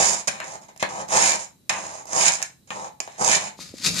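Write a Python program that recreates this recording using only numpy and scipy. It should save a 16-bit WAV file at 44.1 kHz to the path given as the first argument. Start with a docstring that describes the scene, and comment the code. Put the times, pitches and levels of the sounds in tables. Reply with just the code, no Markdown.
"""In a small tiled kitchen, a knife is drawn four times through a sharpener on a stone counter.
Stick-slip friction of the gritty edge excites resonances of the hard teeth, plastic housing and blade;
between pulls the knife clicks into the slot, pings and slides lightly forward. Then it cuts an onion,
whose bursting cells crunch over the thud of a wooden board. The tiles reverberate over faint room noise."""
import sys
import numpy as np
from scipy import signal
from scipy.fft import rfft, irfft
from scipy.io import wavfile
from scipy.ndimage import uniform_filter1d, map_coordinates

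SR = 44100
rng = np.random.default_rng(int(sys.argv[2]) if len(sys.argv) > 2 else 0)


def dump(signal):
    """Clip the signal to [-1, 1] and save it as 16-bit WAV at the path in sys.argv[1]."""
    limited = np.clip(np.atleast_2d(signal).T, -1, 1)
    pcm = np.round(limited * 32767).astype(np.int16)
    wavfile.write(sys.argv[1], SR, pcm)


N = 176400
TIME = np.arange(N) / SR


# Resonances of the three parts. Each row: frequency in Hz, width in Hz, relative level in dB.
TEETH_MODES = [(4965, 650, -3.5), (5390, 105, 2.5), (6260, 510, -0.5), (6510, 180, -1), (6770, 130, 3.5),
               (7200, 460, 1), (7800, 1100, -10), (8120, 73, -4.5), (8880, 590, -10), (10460, 1200, -15)]
HOUSING_MODES = [(105.6, 53, -18.5), (196, 41, -4.5), (408, 350, -12), (569, 134, -0.5), (730, 127, 3),
                 (905, 102, 4), (1095, 170, -1.5), (1263, 33, -4)]
BLADE_MODES = [(1580, 690, -0.5), (1880, 390, 0), (2220, 170, 2.5), (2480, 390, 0), (3015, 210, -1.5),
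               (3630, 540, -6), (4205, 550, 3)]
# Band limits and mix of teeth, housing and blade. Each row: low and high filter cutoff in Hz, then in dB
# left minus right, room gain, rubbing gain, knock gain and the drop in force from belly to tip.
# The scraping hiss is filtered off steeply above about 11 kHz.
PART_MIX = [(4460, 10950, -20.5, -7.5, -0.5, 1, 7.5), (79, 2080, 0.5, -0.5, -3.5, 3.5, 0),
            (1220, 4030, 5.5, -0.5, -1.8, 0.5, 8.5)]
GRIT_PER_S, GRIT_SPREAD_DB, JUDDER_HZ, JUDDER_DB = 7000, 2, 330, 2.2

def sharpener():
    """Forced vibration: stick-slip friction and knocks drive the modes of teeth, housing and blade."""
    grit = grains(GRIT_PER_S, GRIT_SPREAD_DB)
    grit /= np.sqrt(uniform_filter1d(grit ** 2, size=1100) + 1e-9)  # the hand holds the pressure steady
    grit *= undb(JUDDER_DB * walk(JUDDER_HZ))  # the blade judders over the uneven edge
    cushion = signal.butter(2, 3450, fs=SR, output="sos")  # plastic softens knocks on housing and blade
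    out = 0
    for part, modes in enumerate((TEETH_MODES, HOUSING_MODES, BLADE_MODES)):
        low_hz, high_hz, pan_db, room_db, rub_db, knock_db, tip_drop_db = PART_MIX[part]
        blows = knocks(part) if modes is TEETH_MODES else signal.sosfilt(cushion, knocks(part))
        force = undb(rub_db) * rubbing(part, tip_drop_db)
        ring = through(grit * force + undb(knock_db) * blows, body(modes, low_hz, high_hz))
        out += kitchen(ring + gliding_rasp(part, force), pan_db, room_db, NEAR_LAG_S)
    return out


# Hard pulls. Each row: times of start, full bite, belly of the blade and end in seconds, then levels
# of teeth, housing and blade in dB at the heel, and the same three at the belly.
HARD_PULLS = [(-.08, -0.001, 0.089, .13, -20.5, -20, -27.5, -18, -29, -31),
              (1.08, 1.135, 1.273, 1.349, -21.5, -20, -29.5, -18, -27.5, -25),
              (2.067, 2.157, 2.283, 2.296, -24.5, -25.5, -35.5, -15, -27.5, -21.5),
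              (3.18, 3.213, 3.33, 3.368, -26, -21, -41, -17.5, -26.5, -20.5)]
# Light slides in the slot. Each row: start and end in seconds, levels of teeth, housing and blade
# in dB, level slope in dB per second.
LIGHT_SLIDES = [(0.127, 0.21, -30, -37.5, -40.5, -75), (0.318, 0.435, -46.5, -39.5, -45, -23),
                (0.44, 0.554, -42, -40, -50.5, 1), (0.613, 0.644, -52.5, -50.5, -60.5, 14),
                (0.683, 0.686, -49, -42.5, -50, -33), (0.796, .828, -37, -45.5, -38, 0),
                (0.888, 1.023, -42.5, -35, -49.5, 29.5), (1.39, 1.443, -34.5, -42, -45, -42),
                (1.703, 2.012, -36, -33.5, -43.5, -27.5), (2.319, 2.35, -25, -37, -37.5, -25),
                (2.382, 2.433, -47, -38.5, -45, -99), (2.672, 2.707, -54.5, -58, -60, -3),
                (2.71, 2.87, -43.5, -35.5, -50, -1), (3.044, 3.197, -52.5, -54, -55.5, -6),
                (3.4, 3.48, -35.5, -36, -40, -25)]
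# Snags on burrs. Each row: time and length in seconds, gains of teeth, housing and blade in dB.
BURR_SNAGS = [(1.167, 0.019, 5, 3.5, 3.5), (1.356, 0.0095, 3.9, 1.5, -1), (3.216, 0.0069, 1.1, 5.5, 5),
              (3.247, 0.0092, 5.9, -3, 3), (3.354, 0.0078, 7, -5, 3.5), (3.367, .008, 4, -2, -12)]
BITE_DB, ATTACK_S, RELEASE_S = 20, 0.0013, 0.016

def rubbing(part, tip_drop_db):
    """Sliding friction follows contact force: a pull swells, bites and lets go; a slide is light."""
    def contact(start, end):
        return np.clip((TIME - start) / ATTACK_S, 0, 1) * np.exp(-np.maximum(TIME - end, 0) / RELEASE_S)

    force = np.zeros(N)
    for start, bite, belly, end, *db in HARD_PULLS:
        heel_db, belly_db = db[part::3]
        levels_db = [heel_db - BITE_DB, heel_db, belly_db, belly_db - tip_drop_db]
        force += contact(start, end) * undb(np.interp(TIME, [start, bite, belly, end], levels_db))
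    for start, end, *db, slope in LIGHT_SLIDES:
        force += contact(start, end) * undb(db[part] + slope * np.clip(TIME - start, 0, end - start))
    for when, length_s, *db in BURR_SNAGS:
        force *= undb(db[part] * np.exp(-(2 * (TIME - when) / length_s) ** 2))
    return force


# One shifting resonance each for teeth, housing and blade. Each row: frequency at the heel and at the
# tip in Hz, width in Hz, level relative to the rest of the part in dB.
GLIDING_MODES = [(6210, 7100, 380, -8), (836, 918, 160, -5), (1955, 2300, 280, -8.5)]

def gliding_rasp(part, force):
    """A resonance shifts with the contact point: heel to tip in each pull, and back between pulls."""
    heel_hz, tip_hz, width_hz, db = GLIDING_MODES[part]
    turns = [when for start, _, _, end, *_ in HARD_PULLS for when in (start, end)]
    position = np.interp(TIME, turns, [0, 1] * len(HARD_PULLS))
    friction = force * grains(GRIT_PER_S, GRIT_SPREAD_DB)
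    return undb(db) * moving_ring(friction, heel_hz + (tip_hz - heel_hz) * position, width_hz)


# Knocks of knife on sharpener. Each row: time in seconds, levels of teeth, housing and blade in dB.
KNIFE_KNOCKS = [(0.2738, -1, -10, -7), (.278, 1.5, -13, -6), (0.281, 4.5, -10, -1), (.286, 2, -7, -2),
                (.402, -13.5, -15, -5.5), (.762, -29, -30, -25.5), (0.776, -22.5, -53, -49),
                (0.8264, -1, -0.5, 3.5), (1.087, -14.5, -16.5, -19), (1.694, 1, -25, -22),
                (1.696, 2.5, -16, 4), (1.700, 0.5, -10, -6), (2.055, -21, -23, -40), (2.418, -9, -24, -7.5),
                (2.4264, 3.5, -28, -6.5), (2.705, -17.5, -8.5, -5.5), (3.003, 0, -11.5, -9),
                (3.076, -33, -15.5, -18.5)]
RATTLE_DECAY_S, RATTLE_GAIN = 0.0035, 0.96

def knocks(part, contrast=1):
    """Impact force: an impulse with a brief rattle behind it; contrast below 1 evens out the levels."""
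    out, t = np.zeros(N), np.arange(SR // 50) / SR
    for when, *db in KNIFE_KNOCKS:
        blow = RATTLE_GAIN * unit(rng.standard_normal(len(t)) * np.exp(-t / RATTLE_DECAY_S))
        blow[0] += 1
        i = int(when * SR)
        out[i:i + len(t)] += undb(contrast * db[part]) * unit(blow)
    return out


def cracks():
    """A short impact has a wide spectrum: each knock on the teeth adds a crack in the high treble."""
    treble = body([(11030, 7000, 0)], low_hz=3000, high_hz=14500)
    crack = through(knocks(part=0, contrast=0.48), treble)
    return undb(-18) * kitchen(crack, pan_db=-3, room_db=-10, lag_s=NEAR_LAG_S)


# Landings of the knife in the slot. Each row: time in seconds, level in dB, decay time in seconds.
LANDINGS = [(.402, -35.5, 0.034), (0.828, -20.5, 0.0087), (1.694, -27.5, 0.06), (2.705, -36, 0.014)]
# Resonances of the slot. Each row: frequency in Hz, width in Hz, relative level in dB.
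SLOT_MODES = [(960, 160, -1.5), (1140, 240, 3.7), (1460, 260, -4), (1806, 270, 0.74), (2180, 120, -3.2),
              (2600, 390, 0)]

def seating():
    """Damped rattling: the knife lands in the slot and judders to rest against its walls."""
    force = sum(undb(db) * (TIME >= when) * np.exp(-np.abs(TIME - when) / decay_s)
                for when, db, decay_s in LANDINGS)
    judder = through(grains(per_s=2500, spread_db=3) * force, body(SLOT_MODES, low_hz=600, high_hz=3530))
    return kitchen(judder, pan_db=-1, room_db=-1)


# Taps that set the steel ringing. Each row: time in seconds, level in dB.
BLADE_TAPS = [(0.283, -1.5), (0.828, -6), (1.696, -6), (2.425, -11), (3.003, -7)]
# Modes of the free blade. Each row: frequency in Hz, 60 dB decay time in seconds, relative level in dB.
FREE_BLADE_MODES = [(2290, 0.194, -7), (2424, 0.06, 5.5), (2490, 0.082, 6.5), (5030, 0.42, -14),
                    (5561, .14, -8), (5900, .15, -13), (7150, 0.065, -1)]

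def pings():
    """Free vibration: after a tap the steel rings on as a sum of damped sinusoids."""
    t = np.arange(SR // 2) / SR
    ring = sum(undb(db) * np.sin(2 * np.pi * hz * t) * decay(t, t60) for hz, t60, db in FREE_BLADE_MODES)
    taps = sum(undb(db) * signal.unit_impulse(N, int(when * SR)) for when, db in BLADE_TAPS)
    return kitchen(through(taps, unit(ring)), pan_db=-4, room_db=-11)


# Course of the cut. Each row: time in seconds, relative levels of crunch and board in dB.
CUT_LEVELS = [(3.568, -61, -56), (3.609, -40.5, -46.5), (3.642, -46, -52), (3.724, -55.5, -54.5),
              (3.814, -45.5, -55), (3.85, -24, -39), (3.87, -22.5, -31), (3.916, -41, -35.5),
              (4.0, -24.5, -38)]
# Resonances of the crunch and the board. Each row: frequency in Hz, width in Hz, relative level in dB.
CRUNCH_MODES = [(1424, 560, -12.5), (2403.7, 730, -7.5), (3780, 230, -2), (4790, 1100, -1),
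                (6400, 98, -0.5), (7000, 1100, -5), (10000, 3900, -16.5)]
BOARD_MODES = [(98, 66, -5), (152, 28, 3.5), (178.4, 8.3, 8), (221, 35, -10.5), (281, 120, -5),
               (530, 120, -11.5)]
CELLS_PER_S, CRUNCH_GAIN_DB, BOARD_GAIN_DB = 3100, 2.5, 0.5

def onion():
    """Fracture noise: cells burst under the blade while the board rumbles under the hand."""
    times, crunch_db, board_db = np.array(CUT_LEVELS).T
    flicker = undb(2.3 * walk(rate_hz=250))
    bursts = grains(CELLS_PER_S, spread_db=2) * flicker * curve(times, crunch_db + CRUNCH_GAIN_DB)
    crunch = through(bursts, body(CRUNCH_MODES, low_hz=506, high_hz=12900))
    board_force = grains(per_s=2500, spread_db=1.7) * curve(times, board_db + BOARD_GAIN_DB)
    rumble = through(board_force, body(BOARD_MODES, low_hz=70.5, high_hz=1070))
    return kitchen(crunch, pan_db=6, room_db=-2) + kitchen(rumble, pan_db=0.2, room_db=-6)


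# Soft bumps on the board. Each row: time in seconds, level in dB, treble cutoff in Hz.
BOARD_BUMPS = [(3.59, -16, 1370), (3.697, -20, 110), (3.7386, -10, 600), (3.798, -18.5, 266)]
# Resonances of the bumped board. Each row: frequency in Hz, width in Hz, relative level in dB.
BUMP_MODES = [(106, 51, -9), (272, 131, 6), (530, 180, 0.5), (990, 390, 3)]

def bumps():
    """Contact softness limits bandwidth: the softer hand or onion meets the board, the duller the thud."""
    out = np.zeros(N)
    for when, db, high_hz in BOARD_BUMPS:
        blow = signal.unit_impulse(N, int(when * SR))
        out += undb(db) * through(blow, body(BUMP_MODES, low_hz=110, high_hz=high_hz))
    return kitchen(out, pan_db=0, room_db=-10)


# Spectrum of the room noise. Each row: frequency in Hz, relative spectral density in dB.
AIR_SPECTRUM = [(30, -18.5), (60, -8.5), (140, 2.5), (300, -6), (800, -23), (1500, -28), (7000, -25),
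                (14200, -26.5), (15500, -66.5)]
AIR_DB, WHINE_HZ, WHINE_DB = -59.5, 3960, -74.5

def air():
    """Steady room noise with a thin whine; left and right are more coherent at long wavelengths."""
    f = np.fft.rfftfreq(N, 1 / SR) + 1
    hz, db = np.array(AIR_SPECTRUM).T
    mid, side = rfft(rng.standard_normal((2, N))) * undb(np.interp(np.log(f), np.log(hz), db))
    side *= np.minimum(0.27 + f / 1200, 1)
    noise = irfft(np.array([mid + side, mid - side]), N)
    whine = through(rng.standard_normal(N), body([(WHINE_HZ, 150, 0)], low_hz=3000, high_hz=5000))
    return undb(AIR_DB) * noise / noise.std() + undb(WHINE_DB) * whine


ROOM_T60_S, TREBLE_T60_S, ROOM_ONSET_S = 0.26, 0.25, 0.00033
NEAR_LAG_S = 0.0003  # the sharpener's direct sound reaches the left side first

def kitchen(x, pan_db, room_db, lag_s=0):
    """Reverberation: the tiles add a diffuse tail to the direct sound; its treble dies slightly sooner."""
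    t = np.arange(SR * 3 // 4) / SR
    noise = rng.standard_normal((2, len(t)))
    low = signal.sosfilt(signal.butter(2, 3000, fs=SR, output="sos"), noise)
    tails = low * decay(t, ROOM_T60_S) + (noise - low) * decay(t, TREBLE_T60_S)
    tails = unit(tails * (1 - np.exp(-t / ROOM_ONSET_S)))
    delayed = np.pad(x, (int(lag_s * SR), 0))[:N]
    sides = unit(undb(np.array([pan_db, -pan_db]) / 2)) * np.sqrt(2)
    direct = np.array([x, delayed]) * sides[:, None]
    return direct + undb(room_db) * np.array([through(x, tail) for tail in tails])


def body(modes, low_hz, high_hz, size=8192):
    """Minimum-phase impulse response of a set of resonances, band-pass filtered between two cutoffs."""
    f = np.fft.rfftfreq(size, 1 / SR) + 1
    power = sum(undb(db) ** 2 / (1 + (2 * (f - hz) / width) ** 2) ** 1.26 for hz, width, db in modes)
    power = power / (1 + (low_hz / f) ** 6) / (1 + (f / high_hz) ** 16)
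    cepstrum = irfft(np.log(power + 1e-14) / 2)
    cepstrum[1:size // 2] *= 2  # folding the cepstrum makes the ring causal
    cepstrum[size // 2 + 1:] = 0
    return unit(irfft(np.exp(rfft(cepstrum))))


def moving_ring(x, hz, width_hz):
    """Heterodyne resonator: shift down by a moving centre frequency, low-pass, and shift back."""
    carrier = np.exp(2j * np.pi * np.cumsum(hz) / SR)
    pole = np.exp(-np.pi * width_hz / SR)
    loss = 1 - pole ** 2
    gain = loss * np.sqrt(2 * loss / (1 + pole ** 2))  # white noise keeps its level
    return np.real(carrier * signal.lfilter([gain], [1, -2 * pole, pole ** 2], (x + 1e-18) / carrier))


def grains(per_s, spread_db):
    """Shot noise: tiny random impacts of unequal size, at an rms of 1."""
    impacts = (rng.random(N) < per_s / SR) * rng.choice([-1, 1], N)
    impacts = impacts * undb(spread_db * np.minimum(rng.exponential(size=N), 5))
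    return impacts / impacts.std()


def walk(rate_hz):
    """Smooth random modulation with a spread near 1."""
    return map_coordinates(rng.standard_normal(N), [TIME * rate_hz], order=3, mode="mirror")


def curve(times, db):
    """Amplitude envelope along a level curve, silent outside it."""
    return uniform_filter1d(undb(np.interp(TIME, times, db, left=-120, right=-120)), size=64)


def decay(t, t60):
    """Exponential damping by 60 dB in t60 seconds."""
    return np.exp(-np.log(1000) * t / t60)


def through(x, response):
    """Convolution with an impulse response."""
    return signal.fftconvolve(x, response)[:N]


def unit(x):
    """Normalisation to unit energy."""
    return x / np.sqrt(np.sum(x ** 2, axis=-1, keepdims=True))


def undb(db):
    """Decibels to amplitude ratio."""
    return 10 ** (np.asarray(db) / 20)


def scene():
    """Superposition: sharpening, then cutting, over the quiet of the kitchen."""
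    return sharpener() + cracks() + seating() + pings() + onion() + bumps() + air()


def record(dry):
    """Hard clipping just under full scale, then a steep low-pass at 15.3 kHz."""
    return signal.sosfilt(signal.ellip(8, .2, 80, 15300, fs=SR, output="sos"), np.clip(dry, -.9, .9))


dry = scene()
out = record(dry)
dump(out)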